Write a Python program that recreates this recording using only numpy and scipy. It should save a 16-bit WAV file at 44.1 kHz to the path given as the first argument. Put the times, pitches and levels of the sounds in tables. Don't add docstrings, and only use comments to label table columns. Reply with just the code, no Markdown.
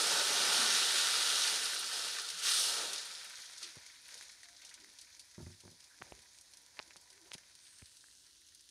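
import sys
import numpy as np
from scipy import signal
from scipy.fft import rfft, irfft, next_fast_len
from scipy.io import wavfile
from scipy.ndimage import uniform_filter1d

SR = 44100
rng = np.random.default_rng(int(sys.argv[2]) if len(sys.argv) > 2 else 0)


def put_to_file(sound):
    columns = np.atleast_2d(sound).T
    safe = np.clip(columns, -1, 1)
    whole_steps = np.round(safe * 32767)
    wavfile.write(sys.argv[1], SR, whole_steps.astype(np.int16))


def nominal_scale(level):
    x = np.asarray(level, float) / 20
    return 10 ** x


N = 383669
T = np.arange(N) / SR

# f/Hz, level/dB per Hz
KITCHEN_RUMBLE = [(15, -40), (25, 4.5), (70, 5.5), (134, -3), (236, -8.5), (290, 0.5), (452, -11),
                  (1010, -18), (1500, -24), (1950, -31), (3300, -120)]
# f/Hz, level/dB per Hz
PORT_HISS = [(300, -82), (2000, -77.5), (6000, -74.5), (10000, -72.5), (15000, -79.5)]
# t/s, length/s, f/Hz
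FAR_SCRAPES = [(.38, .5, 235), (5.378, .04, 1500), (5.64, .14, 480), (8.24, .09, 1900), (2.33, .06, 170),
               (3.625, .1, 335), (3.63, .05, 420), (4.43, .17, 700), (4.76, .2, 330), (5.34, .04, 1900),
               (5.89, .1, 1600), (6.84, .1, 330), (7.11, .12, 395), (7.332, .025, 2500), (7.56, .4, 8700),
               (7.75, .7, 8500), (7.2, .07, 335), (7.24, .07, 385), (6.03, .22, 320)]
# width/Hz, level/dB
FAR_RESONANCES = [(109, -57), (900, -67.5), (300, -74), (1500, -76), (40, -69.5), (30, -68), (40, -73),
                  (14, -76), (150, -71.5), (900, -67), (400, -69.5), (80, -76), (50, -75.5), (3000, -51.5),
                  (1300, -65), (2400, -67.5), (40, -71), (30, -70), (400, -69)]

# t/s, peak level/dB, f/Hz, t60/s
LOW_JOLTS = [(3.769, -54, 300, .015), (3.772, -53, 80, .06), (5.38, -52, 90, .12),
             (5.426, -42.5, 88, 0.24), (5.464, -47, 94, .2), (5.646, -57, 90, .08),
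             (6.007, -48, 200, 0.023), (6.0222, -49, 330, 0.013), (6.023, -49.5, 120, 0.044),
             (6.055, -62, 60, .12), (6.121, -52, 61.6, 0.18), (6.195, -59, 70, .1), (6.8, -60, 90, 0.062),
             (7.319, -61, 100, 0.044), (7.35, -61, 90, .04), (7.819, -52, 200, 0.022),
             (7.826, -43.5, 78, 0.054)]
# t/s, peak level/dB, f/Hz, t60/s
CASE_TICKS = [(3.864, -49, 2250, 0.014), (4.211, -43, 1680, 0.01), (4.225, -47, 2170, 0.0089),
              (4.433, -47.5, 1920, 0.013), (4.487, -50, 1900, .01), (4.845, -46.5, 2000, 0.0067),
              (5.679, -44, 1490, 0.0017), (6.0164, -35, 1200, 0.0015), (6.019, -38, 1500, 0.0019),
              (6.0217, -26.5, 1610, 0.0018), (6.1224, -32.5, 736, 0.0033), (6.1223, -36.5, 2600, 0.0023),
              (6.7913, -29.5, 2400, 0.004), (6.7925, -31, 4300, 0.0034), (6.7945, -34, 1040, 0.0035),
              (6.7993, -21, 1300, 0.00075), (6.908, -43, 2380, 0.0042), (6.96, -39, 1300, 0.0017),
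              (7.3176, -28, 3000, 0.0013), (7.8186, -56, 1600, 0.0048), (7.8216, -46, 2400, 0.0035),
              (8.041, -52, 1630, 0.012), (8.085, -58, 1800, 0.009)]
# t/s, peak level/dB, centre of the push f/Hz, t60/s
CUP_BUMPS = [(3.769, -47.5, 400, .05), (5.38, -40, 200, 0.11), (5.403, -43, 200, 0.16),
             (5.427, -45.5, 120, 0.2), (5.468, -43, 200, 0.18), (5.5, -50, 180, 0.29),
             (5.637, -53, 300, 0.12), (5.652, -48, 250, 0.15), (5.678, -51, 190, 0.18),
             (5.715, -55, 180, 0.22), (6.964, -57, 500, 0.12), (7.351, -47, 350, 0.05)]
# f/Hz, level/dB
COUNTER_MODES = [(77, -3), (101, 5), (135, -4), (167, 4), (207, -5), (245, 1.5), (355, 3.5), (605, -1),
                 (720, -10), (920, 4), (1200, -3), (1700, -23)]

# t/s, peak level/dB, centre f/Hz, opening pop over the blow/dB
WET_SPITS = [(1.474, -21, 4500, 18), (1.5594, -18.5, 4000, 15), (1.6256, -31, 4440, 14),
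             (1.8434, -22, 4610, 21), (2.0413, -28, 3940, 20), (2.186, -23, 4500, 17),
             (2.2898, -20, 4000, 27), (2.302, -22.5, 3550, 16.5), (2.375, -26, 3790, 20),
             (2.392, -26, 6170, 16.5), (2.4368, -22, 4920, 16.5), (2.822, -24, 5000, 22),
             (2.9326, -20, 5280, 19), (3.3847, -35.5, 5390, 14.5), (3.402, -31, 6000, 22),
             (3.498, -37, 6000, 22), (3.5806, -35, 4830, 12), (3.6292, -27, 3550, 13),
             (3.755, -42, 4440, 12), (3.816, -45, 5130, 16.5), (3.864, -33.5, 5120, 19.5),
             (4.0324, -57, 6270, 16.5), (4.0886, -50, 5350, 21), (4.143, -28, 6000, 24),
             (4.177, -35, 5190, 21), (4.21, -34, 4600, 21), (4.2255, -34, 6000, 20),
             (4.3167, -41, 6520, 15), (4.4318, -38.5, 4790, 14), (4.4867, -39.5, 5670, 15),
             (4.565, -53, 6380, 20), (4.6179, -43, 4630, 23), (4.6495, -36, 5660, 13.5),
             (4.6754, -46, 4960, 16.5), (4.6931, -35.5, 4540, 17.5), (4.7414, -30.5, 5360, 21),
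             (4.801, -43, 4430, 13), (4.9871, -35, 4470, 16.5), (5.013, -39, 5380, 14),
             (5.195, -37.5, 4840, 16.5)]
# t/s, peak level/dB, centre f/Hz, opening pop over the blow/dB
RIM_SNAPS = [(5.3124, -46, 6650, 16), (5.605, -40, 4850, 16), (5.6521, -46, 5040, 17.5),
             (5.804, -39.5, 4280, 16.5), (5.841, -45, 5020, 16), (6.151, -39, 5320, 19),
             (6.1908, -42.5, 5290, 16), (6.2207, -41, 5570, 17.5), (6.387, -33, 4960, 29),
             (6.4118, -37, 9290, 17.5), (6.536, -40, 4890, 16), (6.5717, -34, 6570, 22),
             (6.6637, -36, 5670, 30), (6.763, -49, 4030, 13), (6.8773, -42, 5170, 17.5),
             (6.966, -34, 4580, 18), (7.013, -42, 8490, 18), (7.1028, -40.5, 5150, 17.5),
             (7.1287, -45, 6310, 15), (7.215, -44, 6520, 16), (7.334, -34, 5000, 3),
             (7.3395, -35.5, 5000, 3), (7.381, -39, 4710, 16), (7.5527, -36, 6000, 22),
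             (7.7865, -36, 5270, 19), (7.858, -37.5, 4590, 15.5), (7.926, -47, 5000, 20),
             (7.969, -40, 5340, 17.5), (8.06, -45, 5500, 20), (8.265, -47, 3500, 12),
             (8.4874, -40, 4220, 22), (8.5486, -37, 9310, 19), (8.609, -37.5, 6560, 23),
             (8.6904, -38, 4270, 21)]
# t/s, peak level/dB, centre f/Hz, opening pop over the blow/dB
BLISTERS = [(3.1204, -37, 3660, 12), (3.25, -36, 2900, 12), (3.497, -45, 1480, 17), (3.8995, -47, 1850, 12),
            (3.9594, -49, 2280, 10), (4.0627, -48, 2100, 12), (4.0881, -42, 1790, 9),
            (4.6174, -46, 2300, 12), (4.6379, -46, 2100, 12), (4.81, -52, 2100, 12),
            (7.1761, -61, 2120, 12), (7.2579, -54, 2450, 12), (7.3821, -47, 1520, 15),
            (7.435, -49, 1970, 12), (7.653, -47, 3020, 12), (7.667, -45, 3620, 12)]

# f/Hz, level/dB per Hz
OPEN_STEAM = [(35, -64), (60, -37.5), (171, -19.5), (215, -19.5), (442, -7), (627, -10), (930, -6),
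              (1080, -9), (1330, -3.5), (2100, -8.5), (3930, -2.5), (5570, -3.5), (7360, -8), (9280, 0),
              (15500, -27.5)]
# f/Hz, level/dB per Hz
RIM_STEAM = [(120, -22), (200, -15), (283, -26), (462, -8), (905, -15), (1050, -18), (1510, -8.5),
             (2510, -6.5), (4330, 0.5), (5900, 0.5), (6460, -0.5), (7610, -5.5), (9470, 2.5),
             (12200, -11.5), (15500, -26)]
# f/Hz, width/Hz, level/dB
PAN_RESONANCES = [(445, 61, 2), (587, 30, 7), (630, 30, -5), (709, 25, 4), (927, 45, 6), (1030, 90, -9),
                  (1480, 330, 3), (1672, 55, -10), (1771, 60, 5), (2005, 30, 5), (2140, 150, -5),
                  (2300, 80, 2.5), (2660, 60, -3), (2860, 50, 3), (3060, 90, -3), (3190, 70, 3),
                  (3553, 40, 3), (3681, 25, 4), (3910, 60, 3), (4420, 280, 2.5), (4750, 120, -2),
                  (5085, 80, 2), (9900, 500, -1)]
# f/Hz, half width/Hz, level/dB
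WALL_GAP = [(986, 56, 11), (1270, 130, -3.5), (6500, 110, 2), (400, 120, -9)]
# low f/Hz, high f/Hz
BUBBLE_BANDS = [
    (60, 1160),
    (1100, 2730),
    (2700, 7420),
    (7500, 17000),
]
# level at full flow/dB, growth with flow, with wetness, with fineness (dB per dB)
BUBBLE_JETS = [
    (-45, 1.22, 1.03, 0.55),
    (-40.5, 1.077, 0.43, -0.6),
    (-33, 1.031, 0.052, -0.27),
    (-40.5, 1, -0.061, 0.63),
]
BUBBLE_PUFFINESS = [0.25, 1.34, 0.72, 0.98]
# t/s, steam flow level/dB, wetness/dB, fineness of the vents/dB
BOIL_CURVE = [(0, -33, 1, 1.3), (0.538, -32.5, 1.5, -1.5), (1.402, -32.5, -5.5, -2),
              (1.83, -39.5, -4, -0.3), (2.35, -44.5, -3, -2.5), (2.42, -40.5, -6.5, -2.5),
              (2.47, -29.5, -14, -3), (2.62, -33, -10, 3), (2.82, -39, 2, -0.1), (3.05, -46, -2, -2.5),
              (3.5, -53, -1.5, -4), (4.02, -58, -5, -5), (4.12, -53, 1.5, -2.5), (4.4, -59.5, -1.5, -3.5),
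              (5.5, -62.5, 0.5, -0.5), (7.2, -65, 6, 0.5), (7.7, -62.5, -1.5, -3), (8.7, -64, -13, -2.5)]
# t/s, flow level/dB, wetness/dB
BOIL_SURGES = [(.16, -0.5, 1.5), (.24, -1, -2.5), (.53, 3, -5), (.74, 2, -4.5), (.97, 2, -5.5),
               (1.1, -1, 0), (1.47, 1, 2), (1.56, -1.5, 4), (1.93, 3.5, 1.5), (2.05, 3.5, 1),
               (2.93, 0, 2.5), (3.62, 5.5, 1.5), (3.76, -2.5, 11), (4.21, 1.5, -1.5), (4.63, 0.5, 7.5),
               (4.77, -2, 5), (5.42, 4, -6), (6.04, 2, 10.5), (6.33, 3, -7), (6.77, 1.5, 6), (7.27, 2, 4)]
# t/s, share 0-1
PUFF_SHARE = [(0, 0), (1.5, 0.13), (2.3, 0.31), (2.48, 0), (3, 0.23), (3.6, 0.23), (4.5, 0.38), (5.5, 0.3),
              (8.7, 0.25)]

# f/Hz, side minus mid level/dB
SCATTER_WIDTH = [(60, -22), (200, -42), (380, -22.5), (700, -26), (1290, -36), (2380, -33), (4400, -26.5),
                 (8120, -33), (15000, -33)]
# t/s, left minus right level/dB
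CAMERA_LEAN = [
    (0, -1.4),
    (4.5, 0.56),
    (6.7, -1.7),
    (7.5, -.3),
    (8.7, -1),
]


def unit(x):
    return x / np.sqrt(np.mean(x ** 2) + 1e-20)


def along(points, hz):
    f, v = np.transpose(points)
    return np.interp(np.log(hz + 1), np.log(f + 1), v)


def over_time(points):
    return np.interp(T, *np.transpose(points))


def filtered(x, response):
    m = next_fast_len(x.shape[-1] + 8192)
    gain = response(np.fft.rfftfreq(m, 1 / SR))
    return irfft(rfft(x, m) * gain, m)[..., :x.shape[-1]]


def add(track, s, sound):
    part = track[round(s * SR):][:len(sound)]
    part += sound[:len(part)]


def kitchen():
    rumble = lambda hz: nominal_scale(along(KITCHEN_RUMBLE, hz))
    mid, side = [unit(filtered(rng.standard_normal(N), rumble)) for _ in range(2)]
    return nominal_scale(-79.5) * (mid + nominal_scale(-26) * side * [[1], [-1]])


def port_hiss():
    return filtered(rng.standard_normal((2, N)), lambda hz: nominal_scale(along(PORT_HISS, hz)))


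def far_scrapes():
    out, t = np.zeros(N), np.arange(SR) / SR
    for (s, length, hz), (width_hz, db) in zip(FAR_SCRAPES, FAR_RESONANCES):
        drag = filtered(rng.standard_normal(SR), lambda f: 1 / (1 + (2 * (f - hz) / width_hz) ** 2))
        if width_hz < 60:
            drag = drag / np.abs(signal.hilbert(drag)) ** 0.75
        swell = np.sin(np.pi * np.clip(t / length, 0, 1) ** 0.72)
        add(out, s, nominal_scale(db) * unit(drag) * swell)
    return out


def jolts():
    out, t = np.zeros(N), np.arange(SR // 4) / SR
    onset = 1 - np.exp(-t / 0.0006)
    for s, db, hz, t60 in LOW_JOLTS:
        add(out, s, nominal_scale(db - 60 * t / t60) * np.cos(2 * np.pi * hz * t) * onset)
    return out


def ticks():
    out, t = np.zeros(N), np.arange(SR // 50) / SR
    for s, db, hz, t60 in CASE_TICKS:
        add(out, s, nominal_scale(db + 3 - 60 * t / t60) * np.sin(2 * np.pi * hz * t + 0.093))
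    return filtered(out, lambda f: f ** 2 / (f ** 2 + 220 ** 2) / (1 + (f / 7000) ** 6))


def bumps():
    out, t = np.zeros(N), np.arange(SR // 2) / SR
    hz, mode_db = np.transpose(COUNTER_MODES)[:, :, None]
    scuff_db, scuff_t60_s = -10, 0.11
    for s, db, centre_hz, t60 in CUP_BUMPS:
        reach_db = -5 * np.log(hz / centre_hz) ** 2 + rng.normal(0, 2, hz.shape)
        decay_db = -60 * t / t60 * (hz / 100) ** 0.45
        swing = np.sin(2 * np.pi * (hz * t + rng.random(hz.shape)))
        ring = (nominal_scale(mode_db + reach_db + decay_db) * swing).sum(axis=0)
        ring *= 1 - np.exp(-t / 0.00017)
        grit = nominal_scale(-60 * t / scuff_t60_s) * rng.standard_normal(len(t))
        scuff = filtered(grit, lambda f: 1 / (1 + (f / 1500) ** 4))
        add(out, s, nominal_scale(db) * (ring / np.abs(ring).max() + nominal_scale(scuff_db) * scuff))
    return out


def pan_colour(hz, steam, ring):
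    lifts_db = sum(db / (1 + (2 * (hz - c) / w) ** 2) for c, w, db in PAN_RESONANCES)
    return nominal_scale(along(steam, hz) + ring * lifts_db)


def vent_bursts(events, t60_s, narrow_db):
    out, t = np.zeros(N), np.arange(SR // 8) / SR
    for s, db, hz, pop_db in events:
        blow = nominal_scale(-60 * t / t60_s) * rng.standard_normal(len(t))
        blow[6] -= nominal_scale(pop_db)
        size = lambda f: nominal_scale(-narrow_db * np.log((f + 1) / hz) ** 2) / (1 + (f / 14000) ** 8)
        blow = filtered(blow, lambda f: pan_colour(f, RIM_STEAM, ring=0.24) * size(f))
        add(out, s, nominal_scale(db - 3) * blow / np.abs(blow).max())
    return out


def spits():
    wet = vent_bursts(WET_SPITS, t60_s=0.083, narrow_db=10)
    dry_snaps = vent_bursts(RIM_SNAPS, t60_s=0.051, narrow_db=7)
    return wet + dry_snaps + vent_bursts(BLISTERS, t60_s=0.04, narrow_db=35)


def rim_dip(hz):
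    return nominal_scale(-8 / (1 + ((hz - 2850) / 300) ** 2))


def wall(hz):
    return nominal_scale(sum(db / (1 + ((hz - c) / w) ** 2) for c, w, db in WALL_GAP))


def bursts(count, spread_db, t60):
    when, size = rng.random(count), np.minimum(rng.exponential(size=count), 3.2)
    kicks = np.bincount((when * N).astype(int), nominal_scale(2 * spread_db * size), N)
    power = signal.lfilter([1], [1, -nominal_scale(-120 / (t60 * SR))], kicks)
    return np.abs(power) / np.mean(power)


def patches(x, patchy_db):
    z = signal.stft(x, nperseg=256)[2]
    field = uniform_filter1d(rng.standard_normal(z.shape), size=4, axis=0)
    field = unit(uniform_filter1d(field, size=24, axis=1))
    return signal.istft(z * nominal_scale(patchy_db * np.clip(field, -2, 2)), nperseg=256)[1][:N]


def boil():
    s, *controls = np.transpose(BOIL_CURVE)
    flow, wet, fine = [np.interp(T, s, c) for c in controls]
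    rise_s, fall_s, full_flow_db = 0.0092, 0.093, -33
    for start, flow_db, wet_db in BOIL_SURGES:
        surge = np.exp(np.minimum((T - start) / rise_s, (start - T) / fall_s))
        flow, wet = flow + flow_db * surge, wet + wet_db * surge
    return [db + a * (flow - full_flow_db) + b * wet + c * fine for db, a, b, c in BUBBLE_JETS]


def sizzle():
    levels = boil()
    sparse = np.clip(over_time(PUFF_SHARE), 0, 0.95)
    covered = np.clip((-42.5 - levels[2]) / 12, 0, 1)
    shared = bursts(count=500, spread_db=1.5, t60=0.034)
    crackle = bursts(count=9000, spread_db=0, t60=0.0012)
    pops = bursts(count=350, spread_db=0, t60=0.0022)
    texture = 0.89 + 0.21 * crackle + 0.09 * (0.14 + covered) * pops
    out = np.zeros(N)
    for db, (low_hz, high_hz), puffy in zip(levels, BUBBLE_BANDS, BUBBLE_PUFFINESS):
        vents = 0.24 * shared + 0.7 * bursts(count=500, spread_db=6.5, t60=0.06)
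        power = np.abs(1 + puffy * sparse * (vents - 1)) * texture
        jet = patches(rng.standard_normal(N), patchy_db=0.98) * np.sqrt(power)
        band = lambda hz: ((1 + (low_hz / (hz + 1)) ** 16) * (1 + (hz / high_hz) ** 16)) ** -0.5
        open_colour = lambda hz: band(hz) * pan_colour(hz, OPEN_STEAM, ring=0.8)
        rim_colour = lambda hz: band(hz) * pan_colour(hz, RIM_STEAM, ring=0.2) * rim_dip(hz) * wall(hz)
        bare, rim = unit(filtered(jet, open_colour)), unit(filtered(jet, rim_colour))
        out += nominal_scale(db) * ((1 - covered) * bare + covered * rim)
    return out


def thinning(x):
    s, *_, fine = np.transpose(BOIL_CURVE)
    lift = nominal_scale(0.59 * np.interp(T, s, fine)) - 1
    return x + lift * filtered(x, lambda hz: 1 / (1 + ((hz - 6340) / 2200) ** 4))


def shrinking(x):
    middle_s, length_s = 7.7, 0.48
    late = np.clip((T - middle_s) / length_s + 0.5, 0, 1)
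    dip = lambda hz: nominal_scale(-7.5 / (1 + ((hz - 2300) / 340) ** 2)) / rim_dip(hz)
    return (1 - late) * x + late * filtered(x, dip)


def scene():
    near = shrinking(thinning(sizzle())) + spits() + ticks() + jolts() + far_scrapes()
    t = np.arange(SR // 25) / SR
    scatter = rng.standard_normal(len(t)) * nominal_scale(-60 * t / 0.07)
    scattered = signal.fftconvolve(near, scatter / np.linalg.norm(scatter))[:N]
    side = patches(filtered(scattered, lambda hz: nominal_scale(along(SCATTER_WIDTH, hz))), patchy_db=5)
    leaning = near * nominal_scale(over_time(CAMERA_LEAN) * [[0.5], [-0.5]])
    counter = bumps() * nominal_scale([[-0.6], [0.6]])
    return leaning + side * [[1], [-1]] + counter + port_hiss() + kitchen()


def low_pass(x):
    return signal.sosfilt(signal.butter(12, 15620, fs=SR, output="sos"), x)


def record(dry):
    heard = filtered(dry, lambda hz: (hz < 15720) / np.sqrt(1 + (60 / (hz + 1)) ** 4))
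    return low_pass(heard)


dry = scene()
out = record(dry)
put_to_file(out)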